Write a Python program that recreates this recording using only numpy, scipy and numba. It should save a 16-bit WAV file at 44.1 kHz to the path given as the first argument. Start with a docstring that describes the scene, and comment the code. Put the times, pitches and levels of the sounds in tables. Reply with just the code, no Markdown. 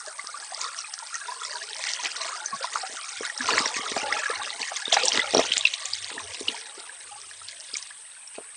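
"""Bubbles of every size ring in a shallow stony stream as a small microphone is carried low up it.
It passes a little fall, then calmer water. Each bubble is a short fading tone; slops bunch them in time.
Single loud bubbles plink, and large air pockets gulp. Distant water is coloured noise.
Insects are a noisy far chorus plus thin wavering tones. A faint low hum comes and goes."""
import sys
import numpy as np
from scipy import signal
from scipy.fft import rfft, irfft
from scipy.io import wavfile
from scipy.ndimage import uniform_filter1d
from numba import njit

SR = 44100
rng = np.random.default_rng(int(sys.argv[2]) if len(sys.argv) > 2 else 0)


def boost_factor(decibels):
    """Convert a level in decibels to a linear amplitude factor."""
    exponent = np.asarray(decibels, float) / 20
    return 10 ** exponent


def materialize(psi):
    """Save the field psi as 16-bit PCM at rate SR to the path in sys.argv[1].

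    A 1-D psi becomes a single channel; in a 2-D psi each row is a channel.
    """
    bounded = np.clip(np.atleast_2d(psi).T, -1, 1)
    quanta = np.round(bounded * 32767).astype(np.int16)
    wavfile.write(sys.argv[1], SR, quanta)


N = 377540  # length of the scene [samples]

# How busily the near water makes bubbles between slops, as the microphone moves along; base levels:
# (time [s], large [dB], middling [dB], small [dB], tiny [dB])
CHURN = [(0.0, -77, -38.5, -59.5, -44), (0.48, -68, -39, -49, -42), (1.0, -76.5, -38.5, -48.5, -41),
         (1.5, -57.5, -30.5, -43, -33), (2.0, -64, -41.5, -42, -43.5), (2.5, -62, -35, -50.5, -43),
         (3.1, -74.5, -36, -41, -36.5), (3.35, -62, -34, -43.5, -37.5), (3.75, -51.5, -31.5, -40.5, -35),
         (4.1, -39.5, -30, -35, -37), (4.3, -75.5, -28, -35, -34.5), (4.85, -71, -34, -38, -37.5),
         (5.0, -34.5, -31, -28, -28.5), (5.5, -59.5, -36, -29.5, -38.5), (5.95, -64, -42.5, -38, -39.5),
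         (6.5, -47.5, -44, -37.5, -37), (6.75, -62.5, -43.5, -47.5, -49.5), (7.6, -65, -57, -47, -47),
         (8.0, -77.5, -54.5, -52, -57), (8.56, -78, -52, -54.5, -59.5)]
# Pitches that stand for the four sizes: (large [Hz], middling [Hz], small [Hz], tiny [Hz])
CHURN_HZ = (320, 1300, 3000, 4800)
# Slops of water over a stone, each a brief surge of bubbles, or a lull where negative:
# (peak time [s], length [s], lift of large bubbles [dB], lift of the rest [dB])
SLOPS = [(0.08, 0.05, 15, 7), (0.396, 0.078, 17, 3), (0.617, 0.1, 19, 12.5), (1.316, 0.71, -4, -3.5),
         (1.87, 0.18, 4, 12.5), (2.051, 0.065, 24.5, 14), (2.224, 0.29, 11.5, 10.5),
         (2.635, 0.061, -10, 12), (2.753, 0.12, 24, 7.5), (2.931, 0.073, 26.5, 2.5), (3.242, 0.066, 4, 5.5),
         (3.529, 0.22, 32, 11.5), (3.962, 0.078, -1, 6.5), (4.15, 0.12, 11, 2.5), (4.416, 0.29, 29, -3.5),
         (4.56, 0.053, 13, -7), (4.606, 0.047, 24.5, 1.5), (4.936, 0.044, -11, 10.5),
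         (5.155, 0.074, 22.5, 4.5), (5.407, 0.17, 27.5, 4.5), (6.158, 0.13, 24.5, -1.5),
         (6.797, 0.025, 23.5, 10), (7.492, 0.017, -32, 13), (7.759, 0.22, -1, 10), (8.352, 0.042, 8, 12)]
SLOP_RISE = 0.41  # share of a slop's length spent rising
# How pitch changes the loudness of a crowd bubble: (pitch [Hz], level change [dB])
CROWD = [(150, -26), (350, -3), (800, -3.5), (2400, -1), (5500, 9), (9000, 5.5)]
LINGER = 1.7  # stretches every bubble's cycles of ring

# Colour of the distant water: (pitch [Hz], relative level [dB])
WASH = [(24, -50), (40, -20), (95, -13), (422, -21), (959, -4), (1220, -9), (1680, 1), (1960, -6),
        (3740, -6), (7000, -13), (9100, -43), (15400, -120)]
WASH_DB = -57  # overall level [dB rms]

# Colour of the far insect chorus: (pitch [Hz], relative level [dB])
CHORUS = [(4240, -39), (7200, -17), (8120, 2.5), (8710, 1.5), (9300, -2), (10400, -22), (13600, -45.5),
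          (22000, -120)]
CHORUS_DB = -47  # overall level [dB rms]
# Nearer single insects, around which pitch and level waver: (pitch [Hz], peak level [dB])
SINGERS = [(7892, -61), (8140, -52.5), (8656, -53.5), (8947, -57), (9324, -61.5)]

# The loudest bubbles and air pockets, before the ring is stretched; they crest about a cycle early:
# (time [s], peak level [dB], pitch [Hz], ring [cycles])
LOUD = [(0.081, -36, 600, 14), (0.193, -32, 1115, 19), (0.197, -25.5, 2040, 19), (0.272, -18, 5100, 4.1),
        (0.3461, -31, 1150, 17), (0.526, -31.5, 737, 11), (0.5476, -18, 4840, 7), (0.6156, -13, 5870, 4.1),
        (0.79, -22.5, 5500, 26), (0.847, -30.5, 2430, 17), (0.94, -16, 5460, 5.7), (1.03, -33.5, 892, 16),
        (1.1437, -19.5, 6000, 9), (1.155, -18.5, 6200, 9.9), (1.1474, -29, 1830, 26),
        (1.158, -29.5, 1310, 16), (1.217, -32.5, 1600, 25), (1.2918, -29, 960, 30),
        (1.324, -28, 1020, 11.5), (1.437, -29.5, 3360, 30), (1.451, -20, 5450, 13), (1.559, -33, 945, 36),
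        (1.872, -25, 2060, 13), (1.9363, -10, 5000, 3.9), (1.999, -31.5, 960, 23), (2.0582, -14, 2460, 3.6),
        (2.294, -32, 1030, 13), (2.461, -15.5, 6050, 19), (2.5363, -24, 1086, 34), (2.543, -43.5, 199, 5),
        (2.615, -31.5, 528, 10.6), (2.647, -22, 975, 9.1), (2.759, -15, 1250, 5.8), (2.84, -28, 746, 17.5),
        (3.2124, -26.5, 438, 2.6), (3.253, -27.5, 1426, 21), (3.301, -22.5, 1820, 13),
        (3.378, -17.5, 5320, 11), (3.409, -19, 1660, 10), (3.4144, -38, 247, 11), (3.492, -14.5, 1120, 5.5),
        (3.5074, -10.5, 2540, 4.4), (3.538, -18, 1650, 7.5), (3.5783, -18, 1040, 5),
        (3.582, -8.5, 2000, 4.9), (3.5898, -15.5, 5150, 14), (3.659, -15.5, 1950, 4.6),
        (3.66, -14, 5540, 24), (3.746, -21.5, 2530, 9.9), (3.768, -17.5, 2000, 3.6),
        (3.866, -24.5, 1270, 7.1), (3.9687, -18.5, 730, 6.5), (4.1264, -12.5, 1900, 7.9),
        (4.128, -19, 5100, 15), (4.17, -23.5, 1296, 17.7), (4.2368, -19.5, 1720, 8.4),
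        (4.261, -19.5, 1630, 21), (4.3038, -26, 491, 5.3), (4.305, -24, 1710, 16.4), (4.361, -30, 2800, 12),
        (4.401, -29.5, 820, 13), (4.419, -27.5, 1100, 14), (4.451, -23, 2680, 11),
        (4.477, -27.5, 1260, 6.8), (4.496, -26, 3900, 5.8), (4.505, -18.5, 4000, 5.5),
        (4.618, -16, 4430, 9.4), (4.631, -16, 2500, 5), (4.688, -29.5, 1730, 12), (4.722, -25, 720, 6),
        (4.7669, -15.5, 6400, 9.9), (4.857, -19, 3590, 24), (4.881, -21.5, 3650, 16),
        (4.927, -3.5, 3410, 5), (4.931, -15, 690, 5.9), (4.939, -25, 4940, 9.3), (4.9708, -12.5, 792, 7.6),
        (4.971, -5, 1730, 1.36), (5.036, -11, 4570, 5.6), (5.043, -23, 503, 16), (5.056, -7, 7450, 8.3),
        (5.0836, -3, 5530, 7.5), (5.1212, -12.5, 3040, 10.2), (5.1758, -7, 1820, 0.99),
        (5.1761, -9.5, 3850, 4.1), (5.197, -13.5, 1973, 21.2), (5.3405, -16.5, 520, 0.98),
        (5.349, -13, 5500, 36), (5.3513, -5.5, 588, 1.3), (5.372, -7, 4000, 3.8), (5.3727, -9, 420, 0.82),
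        (5.381, -12, 5600, 20), (5.3858, -14, 370, 1.5), (5.394, -19.5, 3620, 8.8), (5.3969, -7, 536, 2.5),
        (5.4, -12, 5600, 7.3), (5.417, -24, 5300, 22), (5.522, -7.5, 3060, 8.4), (5.538, -8.5, 3900, 3.5),
        (5.5698, -2.5, 3500, 1.3), (5.5805, -5.5, 6900, 6.5), (5.611, -14.5, 3530, 8),
        (5.655, -4, 2626, 14), (5.6723, -11.5, 3800, 9.2), (5.74, -10, 3690, 4.1), (5.8568, -11, 6800, 4.8),
        (5.936, -10.5, 4680, 7.9), (6.104, -26, 1860, 3.1), (6.182, -25, 1780, 12.7),
        (6.204, -32, 1045, 16), (6.415, -28.5, 377, 2.3), (6.4845, -12, 2880, 13.4),
        (6.496, -32.5, 288, 2.8), (6.5486, -32.5, 913, 13.5), (6.784, -39, 370, 5.8),
        (6.896, -31.5, 1660, 8.2), (7.124, -40.5, 806, 31), (7.162, -41, 820, 14.7),
        (7.314, -34, 1680, 6.8), (7.42, -40.5, 1280, 18), (7.486, -20.5, 4400, 3.3),
        (7.742, -16.5, 4880, 11), (7.756, -24.5, 2260, 13), (7.77, -12, 6500, 5.8), (7.827, -20, 5340, 4.4),
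        (7.91, -35, 1650, 10.5), (8.17, -43, 1520, 12), (8.277, -33, 5430, 32), (8.387, -23, 570, 1.36)]

# Air pockets gulping shut between stones, before the shared boost: (start [s], peak level [dB], pitch [Hz])
GULPS = [(0.241, -48.5, 456), (2.895, -43, 450), (3.531, -35, 277), (3.603, -29, 287), (3.66, -34.5, 380),
         (3.763, -37, 335), (3.791, -36.5, 294), (3.916, -30, 370), (3.965, -29, 335), (4.029, -34, 374),
         (4.602, -45, 335), (4.878, -32.5, 386), (5.138, -32, 427), (5.18, -27.5, 338), (5.503, -42, 308),
         (6.114, -38.5, 454), (7.734, -46, 370)]
GULP_CYCLES, GULP_RISE, GULP_DB = 1.5, 0.23, 5  # ring before stretching [cycles], swell [cycles], boost [dB]

# Swells of the low hum: (middle [s], length [s], level at the middle [dB rms])
THRUM = [(3.204, 0.068, -67), (3.454, 0.021, -55), (3.555, 0.047, -55.5), (3.946, 0.021, -53),
         (4.104, 0.16, -61.5), (4.387, 0.043, -58), (5.146, 0.19, -77), (5.425, 0.55, -65),
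         (5.988, 0.19, -60.5), (6.27, 0.11, -54), (6.454, 0.069, -61.5), (7.152, 0.24, -69.5),
         (7.386, 0.22, -66.5)]

# Roll-offs of the microphone for the near water: (pitch [Hz], gain [dB])
MIC = [(30, -11.5), (120, -0.5), (300, 1), (7000, 0), (8500, 0), (9800, -13), (10800, -39.5), (12000, -63)]


def evened(x):
    """Scales to an average strength (rms) of 1."""
    return x / np.sqrt(np.mean(x ** 2) + 1e-20)


def read(points, hz):
    """Reads a curve of levels between its points, with pitch on a log scale."""
    f, value = np.transpose(points)
    return np.interp(np.log(hz + 1), np.log(f + 1), value)


def drift(count, hz):
    """Slow chance: rows of noise smoothed to about hz changes a second."""
    width = int(SR / hz)
    noise = rng.standard_normal((count, N))
    return evened(uniform_filter1d(uniform_filter1d(noise, width), width))


def hiss(spectrum, patchy_db, span_bins, span_frames):
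    """Noise of a given colour with drifting louder and softer patches."""
    a, b, patches = rng.standard_normal((N // 256 + 5, 513, 3)).T
    patches = uniform_filter1d(patches, max(int(span_bins), 1), 0)  # smooth across pitch
    patches = evened(uniform_filter1d(patches, max(int(span_frames), 1), 1))  # smooth along time
    colour_db = read(spectrum, np.fft.rfftfreq(1024, 1 / SR))[:, None]
    z = (a + 1j * b) * boost_factor(colour_db + patchy_db * patches)
    return evened(signal.istft(z, nperseg=1024, noverlap=768)[1][:N])


@njit
def add(mix, start, peak, step, cycles, glide, rise):
    """Adds bubbles: sines that swell softly, fade, are cut short as they burst, and slide near the surface."""
    for k in range(len(start)):
        turns = 0.
        end = min(len(mix), start[k] + int(cycles[k] / step[k]))
        for n in range(max(start[k], 0), end):
            age = (n - start[k]) * step[k]  # in cycles
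            turns += step[k] * (1 + glide[k] * age / cycles[k])
            swell = (1 - np.exp(-age / rise[k])) ** 2
            fade = np.exp(-np.pi * age / cycles[k] - (2 * age / cycles[k]) ** 4)
            mix[n] += peak[k] * swell * fade * np.sin(2 * np.pi * turns)


def ring(s, db, hz, cycles, glide, rise):
    """Sums a list of bubbles, each swelling to its level db at about its time s, then dying away."""
    mix, one = np.zeros(N), np.ones(len(s))
    cycles = np.clip(cycles * one, 1, 90)
    rise = np.clip(rise * one, .02, 30)
    cycles = LINGER * cycles + 2 * rise
    # cycles from birth to the loudest moment, and the height of the swell there
    crest = np.minimum(rise * np.log(1 + 2 * cycles / (np.pi * rise)), cycles / 3)
    height = (1 - np.exp(-crest / rise)) ** 2 * np.exp(-np.pi * crest / cycles - (2 * crest / cycles) ** 4)
    start = ((s - crest / hz) * SR).astype(np.int64)
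    add(mix, start, boost_factor(db) / height, hz / SR, cycles, glide * one, rise)
    return mix


def churn(s, surge_share):
    """Base levels of the four bubble sizes at times s: the steady churn, lifted or lowered by each slop."""
    t, *levels = np.transpose(CHURN)
    peak, length, large_db, rest_db = np.transpose(SLOPS)[:, :, None]
    side = np.where(s < peak, SLOP_RISE, 1 - SLOP_RISE) * length
    surge = surge_share * np.exp(-((s - peak) / side) ** 2)
    lifts = [(db * surge).sum(0) for db in (large_db, rest_db, rest_db, rest_db)]
    return [np.interp(s, t, db) + lift for db, lift in zip(levels, lifts)]


def bubbles(count, low_hz, high_hz, spread_db, clump_db, clump_hz, cycles, share_db, pockets=0, surge_share=1):
    """A random crowd of bubbles: few are loud, they bunch in time, and the churn sets each size's level."""
    when, pitch, size, long, slide, swell = rng.random((count, 6)).T
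    s, at = when * N / SR, (when * N).astype(int)
    if pockets:  # each hollow between stones sheds a chain of like-sized bubbles whose pitch wanders
        hollow = (pitch * pockets).astype(int)
        wander = 0.44 * drift(count=pockets, hz=12)[hollow, at]
        pitch = (hollow + .5 + wander) / pockets
    hz = low_hz * (high_hz / low_hz) ** pitch

    # blend the churn levels of the two nearest sizes
    place = np.interp(np.log(hz), np.log(CHURN_HZ), np.arange(len(CHURN_HZ)))
    churn_db = sum(db * np.maximum(1 - abs(place - k), 0) for k, db in enumerate(churn(s, surge_share)))

    # bunching is partly shared by all sizes, partly apart for each third of the pitch range
    slop = drift(count=4, hz=clump_hz)
    third = np.clip(3 * pitch, 0, 2).astype(int)
    clump = .92 * slop[0, at] + .4 * slop[1 + third, at]
    bunching_db = clump_db * 2.06 * np.tanh(clump / 2.39)  # extremes are held back

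    big_db = -spread_db * np.log(1 - .98 * size)  # few bubbles are loud
    db = churn_db + read(CROWD, hz) + big_db + bunching_db + share_db
    cycles = cycles * np.minimum(hz / 600, 1)  # the largest bubbles ring for fewer cycles
    return ring(s, db, hz, cycles * (.5 + 1.06 * long), glide=0.45 * (slide - .3),
                rise=.9 + .3 * cycles * swell ** 2)


def spray():
    """A dense crowd of mostly high bubbles in quick clumps."""
    return bubbles(count=11000, low_hz=1730, high_hz=9110, spread_db=3.0, clump_db=5.5, clump_hz=68.8,
                   share_db=-12, cycles=10)


def fizz():
    """An even crowd of bubbles of every size, low to high."""
    return bubbles(count=10000, low_hz=105.8, high_hz=8120, spread_db=3.5, clump_db=1.5, clump_hz=30,
                   share_db=-12.5, cycles=8)


def gurgle():
    """Seven hollows between stones shed chains of bubbles, each chain near its own wandering pitch."""
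    return bubbles(count=4000, low_hz=420, high_hz=4200, spread_db=3.5, clump_db=3.0, clump_hz=35.0,
                   share_db=-5.5, cycles=13, pockets=7, surge_share=.55)


def ticks():
    """Droplets landing: a sparse crowd of bubbles that die after a few cycles."""
    return bubbles(count=700, low_hz=1600, high_hz=5960, spread_db=4.5, clump_db=4.0, clump_hz=30.2,
                   share_db=-3.5, cycles=3)


def wash():
    """Distant water: many splashes blur into coloured noise with gentle patches."""
    return boost_factor(WASH_DB) * hiss(WASH, patchy_db=2.2, span_bins=8, span_frames=8)


def insects():
    """A blurred far chorus of noise, and single singers whose thin notes waver and swell."""
    hz, db = np.transpose(SINGERS)[:, :, None]
    turns = np.cumsum(hz + 13 * drift(count=len(SINGERS), hz=24.8), 1) / SR
    level = boost_factor(db + 2.0 * drift(count=len(SINGERS), hz=27))
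    notes = level * np.sin(2 * np.pi * turns)
    chorus = boost_factor(CHORUS_DB) * hiss(CHORUS, patchy_db=5.5, span_bins=1.5, span_frames=11)
    return notes.sum(0) + chorus


def loud_bubbles():
    """Standout plinks and gulps: a ring, a short higher snap as the neck closes, a litter of small bubbles."""
    s, db, hz, cycles = np.transpose(LOUD)
    body = ring(s - 0.98 / hz, db, hz, cycles, glide=0.077, rise=0.19 + 0.15 * cycles)
    snap = ring(s - 1 / hz, db - 18, 2 * hz, 3, glide=.05, rise=.6)

    # twelve small bubbles around each loud one, weaker the later they come
    late, pitch, size = rng.random((len(LOUD), 12, 3)).T
    litter_s = s - .004 + .035 * late ** 2
    litter_db = db - 11 - 9 * late - 6 * size
    litter_hz = np.minimum(hz * 3.5 ** (pitch - .4), 8500)
    litter_cycles = np.minimum(cycles + 0 * late, 7.0)
    litter = ring(litter_s.ravel(), litter_db.ravel(), litter_hz.ravel(), litter_cycles.ravel(),
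                  glide=0.37, rise=0.96)
    return body + snap + litter


def gulps():
    """Large pockets of air that thud shut and barely ring."""
    s, db, hz = np.transpose(GULPS)
    return ring(s + 1.2 / hz, db + GULP_DB, hz, GULP_CYCLES, glide=0.047, rise=GULP_RISE)


def thrum():
    """A faint low hum near 96 Hz, blurred by wavering pitch and strength, that comes in short swells."""
    t = np.arange(N) / SR
    level = sum(boost_factor(db) * np.exp(-(2 * (t - s) / length) ** 4) for s, length, db in THRUM)
    a, b, c = drift(count=3, hz=45)
    turns = np.cumsum(96 + 4 * c) / SR
    hum = (1 + .6 * a) * np.sin(2 * np.pi * turns) + .6 * b * np.cos(2 * np.pi * turns)
    return level * evened(hum)


def stones(x):
    """Short, faint scatter off wet rocks and banks: a quickly fading burst of random echoes."""
    t = np.arange(int(.08 * SR)) / SR
    taps = rng.standard_normal(len(t)) * boost_factor(-60 * t / .07) * (t > .003)  # echoes begin after 3 ms
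    return x + boost_factor(-11) * signal.oaconvolve(x, taps / np.linalg.norm(taps))[:N]


def microphone(near):
    """Rounds off the closest plinks, then weakens the lowest and highest pitches."""
    near = 1.4 * np.tanh(near / 1.4)
    gain = boost_factor(read(MIC, np.fft.rfftfreq(N, 1 / SR)))
    return irfft(rfft(near) * gain, N)


def scene():
    """Near water through the microphone's roll-offs, over the far sounds."""
    crowd = spray() + fizz() + gurgle() + ticks()
    near = microphone(stones(crowd + loud_bubbles() + gulps()))
    return (near + wash() + insects() + thrum())[None]


def low_pass(x):
    """Removes everything above the highest recorded frequency."""
    return signal.sosfilt(signal.butter(12, 11700, fs=SR, output="sos"), x)


def record(dry):
    """Turns the finished mix into the sound to be saved."""
    return low_pass(dry)


dry = scene()
out = record(dry)
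materialize(out)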